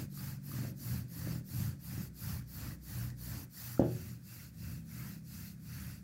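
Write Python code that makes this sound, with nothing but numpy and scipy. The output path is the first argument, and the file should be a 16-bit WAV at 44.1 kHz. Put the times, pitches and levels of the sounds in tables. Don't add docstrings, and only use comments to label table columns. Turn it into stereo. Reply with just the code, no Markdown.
import sys
import numpy as np
from scipy import signal
from scipy.fft import rfft, irfft, next_fast_len
from scipy.io import wavfile
from scipy.ndimage import uniform_filter1d

SR = 44100
rng = np.random.default_rng(int(sys.argv[2]) if len(sys.argv) > 2 else 0)


def wrap_up_sound(samples):
    columns = np.atleast_2d(samples).T
    tamed = np.clip(columns, -1, 1)
    steps = np.round(tamed * 32767).astype(np.int16)
    wavfile.write(sys.argv[1], SR, steps)


N = 265923
TIME = np.arange(N) / SR


def gain_of(db):
    return 10 ** (np.asarray(db) / 20)


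def evened(x):
    return x / np.sqrt(np.mean(x ** 2) + 1e-20)


def read(points, hz):
    f, value = np.transpose(points)
    return np.interp(np.log(hz + 1), np.log(f + 1), value)


def follow(rows):
    s, *columns = np.transpose(rows)
    return [np.interp(TIME, s, column) for column in columns]


def add(mix, s, sound):
    part = mix[round(s * SR):][:len(sound)]
    part += sound[:len(part)]


def wander(rate_hz):
    hz = np.fft.rfftfreq(N, 1 / SR)
    spectrum = rfft(rng.standard_normal(N)) * np.exp(-(hz / rate_hz) ** 2)
    return evened(irfft(spectrum, N))


def grains(per_s, spread_db, share):
    size_db = spread_db * np.minimum(rng.exponential(1, (2, N)), 4)
    sizes = gain_of(size_db) * rng.choice([-1, 1], (2, N))
    slips = evened(sizes * (rng.random((2, N)) < per_s / SR))
    wash = rng.standard_normal((2, N))
    return np.sqrt(share) * slips + np.sqrt(1 - share) * wash


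# freq_hz, likeness [correlation]
LIKENESS = [(60, .98), (140, .98), (290, .86), (640, .5), (1400, .1), (3000, .08), (7000, 0), (15000, 0)]
# freq_hz, left_minus_right_db
LEAN = [(60, 1), (130, -.5), (500, 0), (820, -4.5), (1250, -4.5), (1800, -8.5), (2200, -4.5), (2600, 3.5),
        (3200, 4), (4600, -2.5), (5700, -2), (7000, 2), (10000, 0.5), (15000, 0)]


def coloured(drive, spectrum):
    size = next_fast_len(N)
    hz = np.fft.rfftfreq(size, 1 / SR)
    a, b = rfft(drive, size)
    turn = np.arccos(np.clip(read(LIKENESS, hz), -1, 1)) / 2
    mid, side = np.cos(turn) * a, np.sin(turn) * b
    lean = gain_of(read(LEAN, hz) / 2)
    pair = np.array([(mid + side) * lean, (mid - side) / lean])
    out = irfft(pair * gain_of(read(spectrum, hz)), size)[:, :N]
    return out / out.mean(0).std()


def steadied(x, seconds):
    power = uniform_filter1d((x ** 2).mean(0), int(seconds * SR) + 1)
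    return x / np.sqrt(power + 1e-9)


def patchy(x, patchy_db):
    z = signal.stft(x, nperseg=512, noverlap=384)[2]
    patches = rng.standard_normal(z.shape[1:])
    patches = uniform_filter1d(patches, size=4, axis=0)
    patches = evened(uniform_filter1d(patches, size=9, axis=1))
    out = signal.istft(z * gain_of(patchy_db * patches), nperseg=512, noverlap=384)[1][:, :N]
    return out * x.std() / out.std()


def kitchen(x, wet_db, t60):
    t = np.arange(SR // 2) / SR
    build_up = np.clip(t / 0.017, 0, 1)
    taps = rng.standard_normal((2, len(t))) * gain_of(-60 * t / t60) * build_up
    taps /= np.linalg.norm(taps, axis=1, keepdims=True)
    tail = signal.fftconvolve(x[None], taps, axes=1)[:, :N]
    side = signal.sosfilt(signal.butter(2, 300, "high", fs=SR, output="sos"), tail[1])
    return x + gain_of(wet_db) * np.array([tail[0] + side, tail[0] - side])


SWELLS = { "push": {"rub": (0.056, 0.65, 0.49, 1.094, 0.84), "hiss": (-0.016, 0.46, 0.58, 1.063, -1.4),
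          "fizz": (-0.0047, 0.43, 0.61, 1, -1.1), "weight": (0.15, 0.62, 0.54, 1.134, .5),
          "lumps": (-0.19, 0.58, 0.62, 1.325, 0.29)}, "pull": {"rub": (0.0092, 0.71, 0.56, 1.052, 0.8),
          "hiss": (-0.01, 0.49, 0.74, 1.007, -1.8), "fizz": (0.04, 0.4, 0.9, 0.96, -13),
          "weight": (0.084, 0.73, 0.51, 1.117, 0.39), "lumps": (.05, .63, .68, 1.1, 3),
          "whistle": (0.43, 1, .82, 0.94, -.8)}, "sideways": {"rub": (0.027, 0.49, 0.55, 1.026, .5),
          "hiss": (-0.052, 0.38, 0.69, 1.027, -1), "fizz": (-0.075, 0.44, 0.59, 1.05, -.5),
          "weight": (-0.14, 0.55, 0.47, 1.196, .5), "lumps": (-0.26, 0.62, 0.53, 1.25, 0.33),
          "whistle": (0.02, 0.36, .78, 1.02, -1)}}


def swell(sound, start, end, way):
    begins, full, fades, gone, slope_db = SWELLS[way][sound]
    share = np.clip((TIME - start) / (end - start), begins, gone)
    rise = np.clip((share - begins) / max(full - begins, 1e-3), 0, 1)
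    fall = np.clip((gone - share) / max(gone - fades, 1e-3), 0, 1)
    gain, on = np.zeros(N), rise * fall > 0
    speed = np.sin(np.pi / 2 * rise[on]) * np.sin(np.pi / 2 * fall[on])
    swell_power = 1.584
    gain[on] = speed ** swell_power * gain_of(slope_db * (share[on] - .5))
    return gain


# start_s, end_s, way,
# rub_db [palms], hiss_db [flour], weight_db [on the dough], lumps_db
STROKES = [ (-.24, 0.079, "pull", -54, -55.5, -37, -45), (0.082, 0.393, "push", -56.5, -56, -46, -56),
           (0.392, 0.742, "pull", -56.5, -56.5, -41.5, -48.5),
           (0.742, 1.057, "push", -56.5, -54.5, -38, -51.5),
           (1.051, 1.425, "pull", -55.5, -56, -40.5, -48.5), (1.431, 1.751, "push", -56, -54.5, -36, -52.5),
           (1.766, 2.11, "pull", -57, -57, -41.5, -53), (2.122, 2.44, "push", -55.5, -55, -39, -55.5),
           (2.441, 2.78, "pull", -56.5, -56.5, -43, -52), (2.792, 3.139, "push", -56, -55.5, -41.5, -54.5),
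           (3.142, 3.474, "pull", -56, -55, -43.5, -53), (3.485, 3.82, "push", -56.5, -54, -49.5, -62),
           (3.79, 4.203, "sideways", -62.5, -60.8, -45, -57),
           (4.214, 4.52, "sideways", -62, -59.5, -51.5, -62.5),
           (4.538, 4.827, "sideways", -63, -60.5, -44, -57.5),
           (4.841, 5.214, "sideways", -58, -59, -48.5, -56.5),
           (5.231, 5.563, "sideways", -63, -58.5, -49, -61),
           (5.591, 6.022, "sideways", -58, -59.5, -46.5, -58.5)]
FIZZ_OVER_HISS = {"push": 5, "pull": 3.5, "sideways": 3.5}


def stroke_gains():
    whistle_db = -66.5
    gains = {}
    for start, end, way, rub_db, hiss_db, weight_db, lumps_db in STROKES:
        levels = {"rub": rub_db, "hiss": hiss_db, "fizz": hiss_db + FIZZ_OVER_HISS[way],
                  "weight": weight_db, "lumps": lumps_db, "whistle": whistle_db}
        for sound in SWELLS[way]:
            stroke = gain_of(levels[sound]) * swell(sound, start, end, way)
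            gains[sound] = gains.get(sound, 0) + stroke
    return gains


# freq_hz, level_db
RUB = [(300, -17), (600, -8), (820, -2.5), (1000, -4.5), (1280, -1.5), (1550, 0), (1900, -1.5),
       (2250, -5.5), (2550, -3.5), (3000, -9.5), (4200, -20)]
RUB_SIDEWAYS = [(300, -36), (600, -12.5), (900, -9), (1150, -7), (1450, 1), (1750, -2.5), (2050, -2),
                (2350, -5), (2700, -8), (3000, -13.5), (4200, -16.5)]
# freq_hz, level_db
HISS = [(2000, -26), (3300, -10.5), (3900, -6), (4500, 3), (5200, 0), (5800, 0), (6500, -1.5), (7400, -1),
        (8300, -8), (10000, -9), (15000, -8)]
FIZZ = [(6000, -26.5), (8300, -17), (9500, -7), (10800, -5), (12300, 2), (13500, 1), (14500, -1.5),
        (16000, 1)]


def rubbing(gains):
    slips = grains(per_s=500, spread_db=3, share=0.16)
    sideways = np.interp(TIME, [3.8, 4.3], [0, 1])
    rub = (1 - sideways) * coloured(slips, RUB) + sideways * coloured(slips, RUB_SIDEWAYS)
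    flour = grains(per_s=4000, spread_db=3.0, share=0.19)
    hiss, fizz = coloured(flour, HISS), coloured(flour, FIZZ)
    return (patchy(rub, patchy_db=2.0) * gains["rub"]
            + patchy(hiss, patchy_db=2.5) * gains["hiss"]
            + patchy(fizz, patchy_db=3.5) * gains["fizz"])


def whistle(gains):
    peak = signal.iirpeak(2630, Q=7.5, fs=SR)
    once = signal.lfilter(*peak, rng.standard_normal((2, N)))
    band = signal.lfilter(*peak, once)
    return evened(band) * gains["whistle"] * gain_of([[1], [-8]])


# freq_hz, level_db
RUMBLE = [(25, -43), (55, -17), (72, -8.5), (84, -1.5), (97, -3), (106, -6), (120, 1.5), (131, -5.5),
          (165, -12), (200, -9), (230, -25.5), (400, -46.5)]
# freq_hz, level_db
BUMPS = [(100, -4), (150, 4), (175, 5), (198, 8), (225, 2), (290, 4), (350, -7), (400, -12), (470, -12.5),
         (540, -10), (700, -21), (1100, -39)]


def rolling(gains):
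    weight = coloured(grains(per_s=90, spread_db=3, share=0.35), RUMBLE)
    rumble = steadied(weight, seconds=0.0273) * gains["weight"]
    lumps = coloured(grains(per_s=120, spread_db=3.5, share=0.46), BUMPS)
    bumps = steadied(lumps, seconds=.08) * gains["lumps"]
    boom = signal.lfilter(*signal.iirpeak(121.5, Q=26, fs=SR), rumble)
    return rumble + gain_of(3.0) * boom + gain_of(1.5) * bumps


# time_s, firing_hz [firings a second]
ENGINE_SPEED = [(0, 47.6), (.3, 47.6), (.8, 46.4), (1.0, 43), (1.33, 41), (1.5, 37.5), (2.15, 30.6),
                (3.5, 30.4), (4.35, 33.6), (4.65, 32.6), (5.1, 32.4), (6.03, 31.2)]
# time_s, level_db, brightness_db [dB per octave]
ENGINE_LOAD = [(0, -47.5, -1), (.8, -49.5, -2), (1.05, -51.5, 6), (1.3, -44, -5), (1.5, -51.5, -3),
               (1.72, -48, -1), (2.0, -53.5, -1), (3.3, -47.5, -2.5), (3.55, -57.5, 4), (4.5, -57, -2.5),
               (4.68, -51, 3.5), (6.03, -53.5, 1)]
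# freq_hz, level_db
WALLS = [(30, -25), (46, -18), (62, -1), (70, -12), (95, -31), (122, -13), (133, -5.5), (141, 3.5),
         (152, -3.5), (164, 3.5), (178, -9.5), (190, -1.5), (212, -15.5), (228, -6.5), (250, -22),
         (300, -40)]


def engine():
    hz, = follow(ENGINE_SPEED)
    level_db, brightness_db = follow(ENGINE_LOAD)
    unsteady_hz = hz * (1 + 0.0023 * wander(rate_hz=6.6))
    phase = 2 * np.pi * np.cumsum(unsteady_hz) / SR
    hum = np.zeros(N)
    for k in range(1, 10):
        order_db = read(WALLS, k * hz) + brightness_db * np.log2(k / 4)
        order_gain = gain_of(order_db + wander(rate_hz=14))
        hum += order_gain * np.sin(k * phase + 2 * np.pi * rng.random())
    return gain_of(level_db) * hum


# freq_hz, level_db
ROOM_TONE = [(20, -13), (60, -4), (150, -5.5), (260, -4.5), (450, -21.5), (1000, -28), (1500, -19),
             (2300, -24.5), (2550, -22), (2750, -34), (2950, -33), (3800, -29.5), (4600, -25), (16000, -29)]


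def room_tone():
    return gain_of(-64) * coloured(rng.standard_normal((2, N)), ROOM_TONE)


# start_s, level_db, pitch_hz
SQUEAKS = [(0.1742, -46, 1200), (0.5153, -41.5, 1200), (1.487, -55, 1870), (2.7078, -45, 1900),
           (3.1018, -49, 1880), (3.5714, -46.5, 1860), (3.777, -38.5, 1360), (4.9317, -60, 1900)]


def squeaks():
    t, out = np.arange(SR // 20) / SR, np.zeros(N)
    rise_s = .0016
    for s, db, hz in SQUEAKS:
        envelope = t / rise_s * np.exp(1 - t / rise_s)
        add(out, s, gain_of(db - 6.5) * envelope * np.sin(2 * np.pi * hz * t))
    return kitchen(out, wet_db=-1, t60=0.17) * gain_of([[-2], [2]])


# pitch_hz, level_db, t60_s
COUNTER = [(81, -28, 0.69), (94, -30, 0.43), (122, -13, 1.03), (152, -15, 0.4), (166, -16, 0.59),
           (198, -12, 0.15), (230, -27, 0.65), (259, -11, 0.19), (279, -22, 0.38), (292, -15, 0.09),
           (316, -11, 0.21), (350, -12, 0.29), (367, -18, 0.55), (394, -23, 0.09), (438, -18, 0.25),
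           (460, -18, 0.35), (503, -14, 0.14), (535, -8, 0.13), (553, -17, 0.29), (588, -22, 0.22),
           (613, -16, 0.22), (636, -14, 0.28), (673, -17, 0.22), (708, -20, 0.2), (779, -18, 0.16),
           (820, -24, 0.16), (855, -25, 0.21), (955, -27, 0.2)]
# start_s, level_db, contact_s
KNOCKS = [(0.6497, -42, 0.0013), (1.2728, -36.5, 0.0021), (1.977, -31.5, 0.0035), (2.6475, -39, 0.0039),
          (3.3507, -41, 0.0038), (3.7948, -14.5, 0.0018), (3.7984, -20, 0.0022), (3.8088, -33, 0.0019),
          (3.8206, -27, 0.0014), (4.0365, -50, 0.0056)]


def knocks():
    t = np.arange(SR) / SR
    ring = sum(gain_of(db - 60 * t / t60) * np.cos(2 * np.pi * hz * t) for hz, db, t60 in COUNTER)
    held_s = .31
    ring = ring * np.exp(-(t / held_s) ** 4)
    force = np.zeros(N)
    for s, db, contact in KNOCKS:
        push = np.sin(np.pi * np.minimum(t / contact, 1)) ** 2
        add(force, s, gain_of(db) * push / push.sum())
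    low_cut = signal.butter(1, 50, "high", fs=SR, output="sos")
    thud = signal.sosfilt(low_cut, signal.fftconvolve(force, ring)[:N])
    crack_band = signal.butter(2, [1000, 2600], "band", fs=SR, output="sos")
    crack = signal.sosfilt(crack_band, force * rng.standard_normal(N))
    return kitchen(thud, wet_db=-8.5, t60=0.3) + kitchen(gain_of(11.5) * crack, wet_db=6, t60=0.35)


# start_s, level_db, decay_s [time constant]
CRUNCHES = [(3.102, -50.5, 0.0025), (3.798, -52.5, .008)]


def crunches():
    t, level = np.arange(SR // 10) / SR, np.zeros(N)
    for s, db, decay in CRUNCHES:
        add(level, s, gain_of(db) * np.exp(-t / decay))
    return level * coloured(rng.standard_normal((2, N)), HISS)


def scene():
    gains = stroke_gains()
    pin = rubbing(gains) + whistle(gains) + rolling(gains)
    background = engine() + room_tone()
    return pin + background + squeaks() + knocks() + crunches()


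def record(dry):
    cut = signal.sosfilt(signal.butter(2, 45, "high", fs=SR, output="sos"), dry)
    edge_hz = 15800
    band_limit = signal.firwin(1201, edge_hz, window=("kaiser", 9), fs=SR)
    return signal.oaconvolve(cut, band_limit[None], "same")


dry = scene()
out = record(dry)
wrap_up_sound(out)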